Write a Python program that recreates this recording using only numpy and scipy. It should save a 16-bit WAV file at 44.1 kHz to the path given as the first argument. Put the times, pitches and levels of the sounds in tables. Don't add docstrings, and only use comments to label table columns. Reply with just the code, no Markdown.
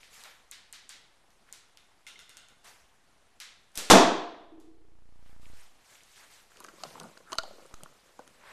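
import sys
import numpy as np
from scipy import signal
from scipy.fft import rfft, irfft, next_fast_len
from scipy.io import wavfile
from scipy.ndimage import uniform_filter1d

SR = 44100
rng = np.random.default_rng(int(sys.argv[2]) if len(sys.argv) > 2 else 0)


def rack_gain(trim_db):
    fader = np.asarray(trim_db, float)
    return 10 ** (fader / 20)


def file_out(sig):
    cols = np.atleast_2d(sig).T
    lim = np.clip(cols, -1, 1)
    pcm = np.round(lim * 32767).astype(np.int16)
    wavfile.write(sys.argv[1], SR, pcm)


N = 375732


def unit(x):
    return x / np.sqrt(np.mean(x ** 2) + 1e-20)


def crest(x):
    return x / np.abs(x).max()


def add(into, x, s):
    part = into[round(s * SR):][:len(x)]
    part += x[:len(part)]


def along(points, hz):
    f, v = np.transpose(points)
    return np.interp(np.log(hz + 1), np.log(f + 1), v)


def curve(rows):
    s, db = np.transpose(rows)
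    return np.interp(np.arange(N) / SR, s, db, left=-120, right=-120)


def filtered(x, response):
    m = next_fast_len(len(x) + 4096)
    return irfft(rfft(x, m) * response(np.fft.rfftfreq(m, 1 / SR)), m)[:len(x)]


def modes(rows):
    def response(f):
        total = 0
        for k, (hz, width, db) in enumerate(rows):
            total = total + (-1) ** k * rack_gain(db) * 1j * f * width / (hz * hz - f * f + 1j * f * width)
        return total
    return response


def resonance(hz, width):
    return modes([(hz, width, 0)])


def burst(t60, seconds):
    n = int(seconds * SR)
    x = rng.standard_normal(n) * rack_gain(-60 * np.arange(n) / SR / t60)
    return x / np.linalg.norm(x)


def impulse(response):
    x = filtered(np.arange(2048) == 64, response)
    return x / np.linalg.norm(x)


def noise(spectrum, patchy_db):
    z = signal.stft(rng.standard_normal(N), nperseg=256)[2]
    field = uniform_filter1d(rng.standard_normal(z.shape), size=8, axis=0)
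    field = uniform_filter1d(field, size=6, axis=1)
    x = signal.istft(z * rack_gain(patchy_db * unit(field)), nperseg=256)[1][:N]
    return unit(filtered(x, lambda hz: rack_gain(along(spectrum, hz))))


def soft(x):
    return filtered(x, lambda f: 1 / (1 + 1j * f / 11000 - (f / 11000) ** 2) ** 2)


def ringing(rows, swell_s):
    out, t = np.zeros(N), np.arange(SR) / SR
    for s, hz, db, t60 in rows:
        envelope = rack_gain(db - 60 * t / t60) * (1 - np.exp(-t / swell_s))
        add(out, envelope * np.sin(2 * np.pi * hz * t), s)
    return out


# hz, t60_s
GARAGE_DECAY = [(90, 0.25), (180, 0.48), (300, .66), (700, .7), (1100, .67), (2300, 0.61), (3600, .65),
                (5000, 0.52), (8000, 0.4), (13000, 0.24)]


def echo(x):
    build_s = 0.0021
    hz, t, z = signal.stft(rng.standard_normal(SR), SR, nperseg=512)
    tail = signal.istft(z * rack_gain(-60 * t / along(GARAGE_DECAY, hz)[:, None]), SR, nperseg=512)[1]
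    tail = tail * (1 - np.exp(-np.arange(len(tail)) / SR / build_s))
    return signal.fftconvolve(x, tail / np.linalg.norm(tail))


# hz, level_db (per Hz)
AIR = [(12, -34), (20, -8), (86, -18.5), (134, -18.5), (181, -20), (214, -18.5), (252, -20), (517, -20),
       (561, -19), (610, -21), (700, -17.5), (10700, -33.5), (14500, -49)]
# time_s, level_db
SWAY = [
    (5.25, -85),
    (5.45, -62),
    (5.6, -66),
    (5.7, -85),
]


def still_air():
    flutter = noise([(12, -40), (30, -3), (70, -3), (150, -40), (300, -120)], patchy_db=1.5)
    return rack_gain(-67.5) * noise(AIR, patchy_db=1.66) + rack_gain(curve(SWAY)) * flutter


# time_s, pressure_db
RUB = [
    (6.5, -68.5),
    (6.75, -63.5),
    (6.84, -42.5),
    (6.95, -52),
    (7.27, -79),
    (7.48, -60),
    (7.86, -70.5),
    (7.93, -75),
    (8.52, -73),
]


def follower(db):
    pressure_db = curve(RUB)
    return rack_gain(db + 0.4 * (pressure_db + 65.5)) * (pressure_db > -100)


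# start_s (middle of the swell), swell_s, hold_s, swish_db, scuff_over_swish_db
MOVES = [(0, 0.0034, .03, -62, -13), (0.069, 0.073, 0.065, -54.5, -8.5), (0.185, 0.065, .008, -57, 3),
         (1.3, .011, .002, -79, -20), (1.438, 0.044, 0.0018, -73, 6.5), (2.634, 0.011, 0.038, -55.5, -2),
         (3.735, 0.023, .002, -53.5, -8), (3.87, 0.051, .002, -40, -4), (5.0, 0.29, 0.0099, -65.5, -1),
         (5.4, .02, 0.051, -65, -3.5), (5.35, 0.25, 0.016, -60, -4.5), (5.698, 0.22, 0.039, -59.5, -5),
         (5.95, 0.16, 0.0048, -61, -9), (6.122, 0.057, 0.056, -59.5, -1.5), (6.216, 0.099, 0.064, -59, -7),
         (6.417, 0.14, 0.044, -71, -5), (8.332, 0.15, 0.048, -65, 13)]


def movements():
    swell_db, fade_db_per_s = 22, 105
    t, swish, scuff = np.arange(N) / SR, np.zeros(N), np.zeros(N)
    for s, rise, hold, db, scuff_db in MOVES:
        top = s + rise
        times = [s - rise, top, top + hold, top + hold + 1]
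        levels = [-2 * swell_db, 0, 0, -fade_db_per_s]
        shape = rack_gain(db + np.interp(t, times, levels, left=-120))
        swish = np.hypot(swish, shape)
        scuff = np.hypot(scuff, rack_gain(scuff_db) * shape)
    return swish, scuff


# hz, level_db (per Hz)
SWISH = [(1180, -12), (2000, -0.5), (7660, -2.5), (13000, -11), (14000, -8), (14500, -33.5)]
# hz, level_db (per Hz)
SCUFF = [(240, -45), (400, -7), (637, -1.5), (723, 0.5), (1150, 1.5), (1680, 1.5), (5000, -15.5),
         (6500, -31), (11000, -120)]


def clothes():
    swish, scuff = movements()
    swish = np.hypot(swish, follower(-64.5))
    scuff = np.hypot(scuff, follower(-69))
    return swish * noise(SWISH, patchy_db=2.5) + scuff * noise(SCUFF, patchy_db=1.5)


# time_s, peak_db, tick_hz, echo_db, echo_treble_db
CLICKS = [(0.0317, -43.5, 2620, 0, -13), (0.1412, -48.5, 3000, -3, 6), (0.2377, -35.5, 5470, -4, -17),
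          (0.5131, -31, 7560, -3, -4.5), (0.7269, -31.5, 7350, -3, -5), (0.8926, -32.5, 6900, -1, -4.5),
          (1.305, -54, 6000, -9, 3), (1.49, -51.5, 1490, -3, -15), (1.5264, -30, 7560, -8.5, 1.5),
          (1.773, -42.5, 3540, -7, -17), (3.4018, -32, 3830, 1.5, -5), (3.4045, -41, 8000, -6, -3),
          (3.7185, -60, 8000, -6, 0), (5.4561, -52, 2800, -13, -10.5), (5.9546, -50, 3006, -2, -15),
          (6.007, -49, 2300, -9, -10), (6.035, -46, 6980, -7, -1), (6.1604, -47, 2500, 3.5, -5)]


def launcher():
    out = np.zeros(N)
    bright = resonance(8500, 5000)
    for s, db, tick_hz, echo_db, high_db in CLICKS:
        latch = resonance(tick_hz, 0.8 * tick_hz)
        tick = filtered(burst(0.0027, .02), lambda f: latch(f) ** 2 + rack_gain(high_db - 7.5) * bright(f) ** 2)
        colour = [(300, -31.5), (900, -10.5), (1400, -3), (2050, 1.5), (2600, -2.5), (3700, 1.5),
                  (8000, high_db), (14000, high_db - 12)]
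        body = impulse(lambda f: rack_gain(along(colour, f)))
        add(out, rack_gain(db + 4) * crest(tick), s)
        add(out, rack_gain(db + echo_db + 16.5) * echo(body), s)
    return out


# time_s, peak_db, tick_db, echo_db, tilt_db_per_khz
RATTLE = [(1.5264, -52.5, -10, 10, -4), (1.7726, -47, -22, -2, -1), (2.0667, -34.5, -13, 1, 0.3),
          (2.0742, -37, -6, -3, 0.5), (2.1916, -32.5, -14, -7.5, 0), (2.1974, -41, -8, -1.5, -.4),
          (2.294, -37, -1.5, -4, 0), (2.301, -43, -9, -3.5, 0.5), (2.37, -35, -1.5, -5, 0.3),
          (2.3765, -43, -4, -3, 1), (2.486, -46, 1.5, -1, -0.8)]
# pitch_hz, width_hz, level_db
PIPE = [(1433, 110, -2), (2075, 130, 1), (2840, 150, -3), (3080, 80, -1), (3520, 200, -3), (4510, 200, -5),
        (5160, 150, -10), (5800, 150, -7), (6600, 150, -9), (8100, 250, -12), (8820, 200, -16),
        (9530, 270, -19)]


def pipe():
    out = np.zeros(N)
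    contact, bright = resonance(3200, 4500), resonance(7000, 8000)
    for s, db, tick_db, echo_db, tilt_db in RATTLE:
        rungs = []
        for hz, width, level_db in PIPE:
            struck_db = level_db + tilt_db * hz / 1000 + rng.normal(0, 2)
            rungs.append((hz * rng.normal(1, .008), 1.1 * width, struck_db))
        ladder = modes(rungs)
        ring = crest(impulse(lambda f: ladder(f) + .33 * np.abs(contact(f))))[64:]
        tick = crest(filtered(burst(0.0034, .02), lambda f: bright(f) ** 2))
        add(out, rack_gain(db) * ring, s)
        add(out, rack_gain(db + tick_db) * tick, s)
        add(out, rack_gain(db + echo_db + 14.5) * echo(ring / np.linalg.norm(ring)), s)
    return out


# start_s, pitch_hz, level_db, t60_s
RINGS = [(2.0672, 2110, -42, 0.062), (5.4565, 2300, -43, 0.0068), (6.8365, 1264, -35, .03),
         (2.158, 2120, -47, 0.049), (8.194, 526, -45, 0.056), (7.3195, 930, -36, 0.04),
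         (7.33, 1167, -28.5, 0.025), (7.3855, 655, -33, 0.092), (7.3848, 1400, -23, 0.03),
         (7.395, 1440, -33, .06), (7.4345, 770, -34, 0.056), (7.5095, 593, -38, 0.025),
         (7.832, 150, -44, 0.049), (8.193, 899, -38.5, 0.027)]


def clear_notes():
    return ringing(RINGS, swell_s=0.00015)


# start_s, peak_db, t60_s
RELEASE = [
    (8.6, -44.5, 0.034),
    (4.6, -38, .02),
    (3.755, -29.5, 0.03),
    (3.7751, -17.5, 0.006),
    (3.775, -27.5, 0.056),
]
# hz, level_db (per Hz)
SNAP = [(88, -62), (150, -33.5), (182, -11.5), (329, -8.5), (551, -8.5), (1100, -12.5), (1900, -9.5),
        (7860, -8), (13700, -17), (14500, -40)]


def release():
    near, far = np.zeros(N), np.zeros(N)
    crack = modes([(7430, 6000, 0), (1800, 1500, -9)])
    for s, db, t60 in RELEASE:
        add(near, rack_gain(db) * crest(filtered(burst(t60, .05), crack)), s)
        add(far, rack_gain(db + 14) * echo(impulse(lambda f: rack_gain(along(SNAP, f)))), s)
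    return near + far


# start_s, level_db, t60_s, dullness (0-1), echo_db
PIERCE = [
    (3.9004, -5.5, 0.031, 0.4, -2.5),
    (3.904, -2.5, 0.019, 0, 1),
    (3.909, -0.5, 0.031, 0.5, -1.5),
    (3.921, 2.5, 0.014, 0.78, -3.5),
    (3.934, -2, 0.073, 1, 0.5),
    (3.952, 0.5, .02, 1, -7),
    (3.985, -2.5, .02, 1, -6),
]
# hz, level_db (per Hz)
SMACK = [(35, -53), (60, -33.5), (185, -6.5), (321, -4), (403, -6), (556, -21), (684, -2), (1460, -11),
         (1600, -9.5), (1920, -13), (7120, -16), (12900, -26), (14500, -58.5)]
# pitch_hz, width_hz, level_db
BOX = [(194, 190, 3), (300, 38, -2), (400, 26, -3.5), (645, 80, 1.5), (1050, 100, -4), (3500, 180, -0.5),
       (6100, 1200, -3)]
# start_s, level_db
SETTLE = [
    (4.517, -39),
    (4.545, -52),
    (4.578, -42),
    (4.635, -50.5),
    (4.68, -52.5),
    (4.744, -54.5),
    (4.814, -61),
    (4.87, -64),
]
# pitch_hz, width_hz, level_db
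FLAPS = [(150, 43, -6), (250, 33, -3), (321, 22, 8), (455, 24, 1.5), (702, 19.4, -7)]
# start_s, pitch_hz, level_db, t60_s
BOOMS = [(3.902, 1090, 2.5, 0.091), (3.927, 195, 8, 0.17), (3.934, 650, 9, 0.082), (3.934, 900, 6, 0.038),
         (3.948, 280, 2.5, 0.14), (3.951, 660, 6, 0.17), (3.95, 387, -.3, .38), (3.96, 699, 2, .6),
         (3.95, 507, -4, .5), (3.94, 883, -3, .45), (3.97, 312, -6, .7), (3.93, 1224, -5, .3),
         (4.13, 150, -38, 0.55), (3.95, 262, -3, .4), (3.94, 1075, -6, .3), (3.94, 950, -5, 0.29)]


def arrow():
    out, rock = np.zeros(N), np.zeros(N)
    panels, flaps, floor = modes(BOX), modes(FLAPS), resonance(370, 220)
    for s, db, t60, dull, echo_db in PIERCE:
        def colour(f):
            muffled = 1 - dull * f / (f + 1500)
            return rack_gain(along(SMACK, f)) * (1 + .8 * np.abs(panels(f))) * muffled
        tear = filtered(np.pad(burst(t60, .1), (64, 0)), colour)[64:]
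        add(out, rack_gain(db + 12) * crest(tear), s)
        add(out, rack_gain(db + echo_db + 34.5) * echo(impulse(colour)), s)
    for s, db in SETTLE:
        landing = filtered(burst(0.015, .15), lambda f: flaps(f) * floor(f))
        add(rock, rack_gain(db) * crest(landing), s)
    out = filtered(out, lambda f: (1j * f / (1j * f + 110)) ** 3)
    rocking = rack_gain(7.5) * 1.1 * (rock + echo(rock)[:N])
    return out + ringing(BOOMS, swell_s=0.0015) + rocking


# start_s, peak_db, wall_hz, t60_s
CREAKS = [(6.518, -50.5, 1370, 0.017), (6.56, -49, 1330, 0.022), (6.605, -41, 980, 0.072),
          (6.646, -37, 1333, 0.058), (6.684, -39.5, 1350, 0.053), (6.736, -51.5, 328, 0.022),
          (6.804, -48, 1050, 0.063), (6.835, -32.5, 796, 0.042), (6.851, -37.5, 483, 0.047),
          (6.865, -46.5, 179, .1), (6.929, -51, 533, 0.021), (6.932, -49, 170, .05),
          (6.955, -37.5, 1000, 0.017), (6.978, -41.5, 860, 0.033), (7.012, -37, 1110, 0.061),
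          (7.003, -42.5, 420, .04), (7.016, -40, 170, 0.071), (7.036, -42, 211, .06),
          (7.041, -39.5, 980, 0.034), (7.052, -43.5, 625, 0.044), (7.058, -46, 190, 0.074),
          (7.172, -44, 1214, 0.013), (7.204, -48, 509.6, 0.014), (7.3, -42, 1284, 0.034),
          (7.327, -28.5, 1110, 0.028), (7.354, -37, 780, 0.0075), (7.3845, -24, 1220, 0.038),
          (7.434, -34, 736, 0.035), (7.321, -44, 338, .04), (7.454, -42, 520, .025),
          (7.478, -44.5, 520, 0.03), (7.535, -49, 420, 0.023), (7.559, -53, 450, 0.021),
          (7.511, -45.5, 547, 0.013), (7.583, -48, 404, 0.027), (7.595, -48, 800, .015),
          (7.604, -50, 620, .015), (7.623, -51.5, 500, .02), (7.654, -45, 470, 0.035),
          (7.655, -49, 1050, .025), (7.711, -48, 800, .012), (7.739, -40.5, 1310, 0.016),
          (7.807, -47, 1250, 0.021), (7.833, -43.5, 700, 0.04), (7.86, -38.5, 999, 0.0073),
          (8.191, -41, 1000, 0.017), (8.1936, -36.5, 534.5, 0.025), (8.276, -51, 1367, 0.014)]
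# pitch_hz, width_hz, level_db
WALLS = [(655, 27, 0.5), (1440, 74, -6)]


def creaks():
    out, n = np.zeros(N), int(.1 * SR)
    kick = 12
    broad, low = resonance(1000, 1400), resonance(330, 300)
    for s, db, wall_hz, t60 in CREAKS:
        spot = resonance(wall_hz, 0.4 * wall_hz)
        walls = modes([(hz, width, g + rng.normal(0, 3)) for hz, width, g in WALLS])
        slip = burst(t60, .1) * np.minimum(np.arange(n) / (0.00094 * SR), 1)
        slip[:kick] += 0.16 * np.hanning(kick)
        groan = filtered(slip, lambda f: spot(f) ** 2 + 0.62 * walls(f) * broad(f))
        thud = filtered(slip, lambda f: low(f) ** 2)
        thud_db = -53.5 + 0.55 * (db + 44.5)
        add(out, rack_gain(db) * crest(groan) + rack_gain(thud_db) * crest(thud), s)
    return out


# start_s, peak_db, top_db, spot_hz
SHELL_SNAPS = [(6.571, -43, -11, 3300), (6.6033, -38.5, 5, 3530), (6.6416, -42, 2.5, 2950),
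               (6.646, -37.5, -10, 3500), (6.6652, -43, -10, 5970), (6.687, -44, -20, 3460),
               (6.8361, -24, -27, 3500), (6.9996, -30, -5, 2660), (7.033, -43, 4, 4300),
               (7.1756, -41, -12, 3500), (7.32, -30.5, -26, 3500), (7.3235, -33, -26, 3500),
               (7.3298, -24.5, -29, 4530), (7.3543, -42, 4, 4010), (7.382, -35, -14, 5500),
               (7.3847, -12, -26, 4400), (7.4342, -33, -21, 2790), (7.663, -55, 10, 3650),
               (7.7415, -36, -7, 6330), (7.8345, -38.5, 8, 3318), (8.1926, -46.5, -6, 3790),
               (8.2771, -44, -3, 2815)]
# pitch_hz, width_hz, level_db
SHELL = [(3050, 790, 2.5), (4400, 1920, 0), (6240, 1300, 1.5)]


def shell_snaps():
    out, n = np.zeros(N), int(.05 * SR)
    broad, treble = resonance(4800, 5000), resonance(9500, 5000)
    for s, db, top_db, spot_hz in SHELL_SNAPS:
        t60 = 0.0069 * rack_gain(0.29 * (db + 46))
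        shell = modes([(hz, width, g + rng.normal(0, 1)) for hz, width, g in SHELL])
        spot = resonance(spot_hz, 900)
        blow = 0.87 * burst(t60, .05) + (np.arange(n) == 0)
        snap = filtered(blow, lambda f: shell(f) ** 2 + 1.13 * spot(f) ** 2 + rack_gain(-5) * broad(f) ** 2)
        top = filtered(burst(0.0036, .05), lambda f: treble(f) ** 2)
        add(out, rack_gain(db - 1.5) * (crest(snap) + rack_gain(top_db) * crest(top)), s)
    return out


def crackle(rate):
    sizes = rng.standard_normal(N) * rack_gain(5.1 * rng.exponential(size=N))
    grains = (rng.random(N) < rate / SR) * sizes
    walls = modes([(490, 550, 1), (770, 305, 0.5), (1050, 360, -1.5), (1430, 90, -17)])
    return unit(filtered(np.clip(grains, -8, 8), lambda f: walls(f) ** 2))


# hz, level_db (per Hz)
RUMBLE = [(29, -50), (50, -25), (156, -6), (198, -6), (436, -14.5), (486, -6), (900, -16), (1170, -21),
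          (1980, -120)]


def palm():
    lag_s = 0.11
    weight = np.roll(follower(0) ** 1.58, round(lag_s * SR))
    weight = weight * (np.arange(N) > N // 2)
    return rack_gain(-68) * weight * noise(RUMBLE, patchy_db=4) + follower(-67) * crackle(rate=300)


# time_s, level_db
SCRAPE = [
    (7.252, -83.5),
    (7.268, -63),
    (7.3, -54),
    (7.325, -44.5),
    (7.345, -47),
    (7.36, -80),
]
# hz, level_db (per Hz)
SQUEAK = [(600, -20.5), (1100, -9), (1330, 1.5), (1600, -9), (2600, -29)]


def grip():
    knocks = creaks() + shell_snaps()
    fingertip = rack_gain(curve(SCRAPE)) * noise(SQUEAK, patchy_db=3.5)
    return knocks + rack_gain(-17) * echo(knocks)[:N] + palm() + fingertip


def scene():
    room = still_air() + clothes() + launcher() + soft(pipe()) + clear_notes()
    shot = release() + arrow()
    return (room + shot + soft(grip()))[None]


# time_s, change_db
DUCKS = [
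    (3.776, -.75),
    (3.9006, -9),
    (3.905, -4),
    (3.922, -3),
    (3.936, -1.75),
    (7.386, -.75),
]
# last_step_s, total_db, step_db
CLIMBS = [
    (5.5348, 18.5, .5),
    (7.7405, .75, .75),
]


def gain_db():
    step_s = .03415
    jumps = np.zeros(N)
    for s, db in DUCKS:
        jumps[round(s * SR)] += db
    for last, total, step in CLIMBS:
        times = last - step_s * np.arange(round(total / step))
        jumps[np.round(times * SR).astype(int)] += step
    return np.cumsum(jumps)


def low_pass(x):
    return signal.sosfilt(signal.butter(12, 14780, fs=SR, output="sos"), x)


def record(dry):
    gain = rack_gain(gain_db())
    offset = uniform_filter1d(0.11 * (gain - gain[0]), size=10)
    bumps = filtered(offset, lambda f: 1j * f / (1j * f + 1.7))
    hiss = rack_gain(-76.5) * noise(AIR, patchy_db=-0.5)
    x = gain * dry[0] + bumps - .0005 + hiss
    x = x / (1 + np.abs(x / .97) ** 6) ** (1 / 6)
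    x = filtered(x, lambda f: 1 / (1 + (f / 13900) ** 60))
    return low_pass(x[None])


dry = scene()
out = record(dry)
file_out(out)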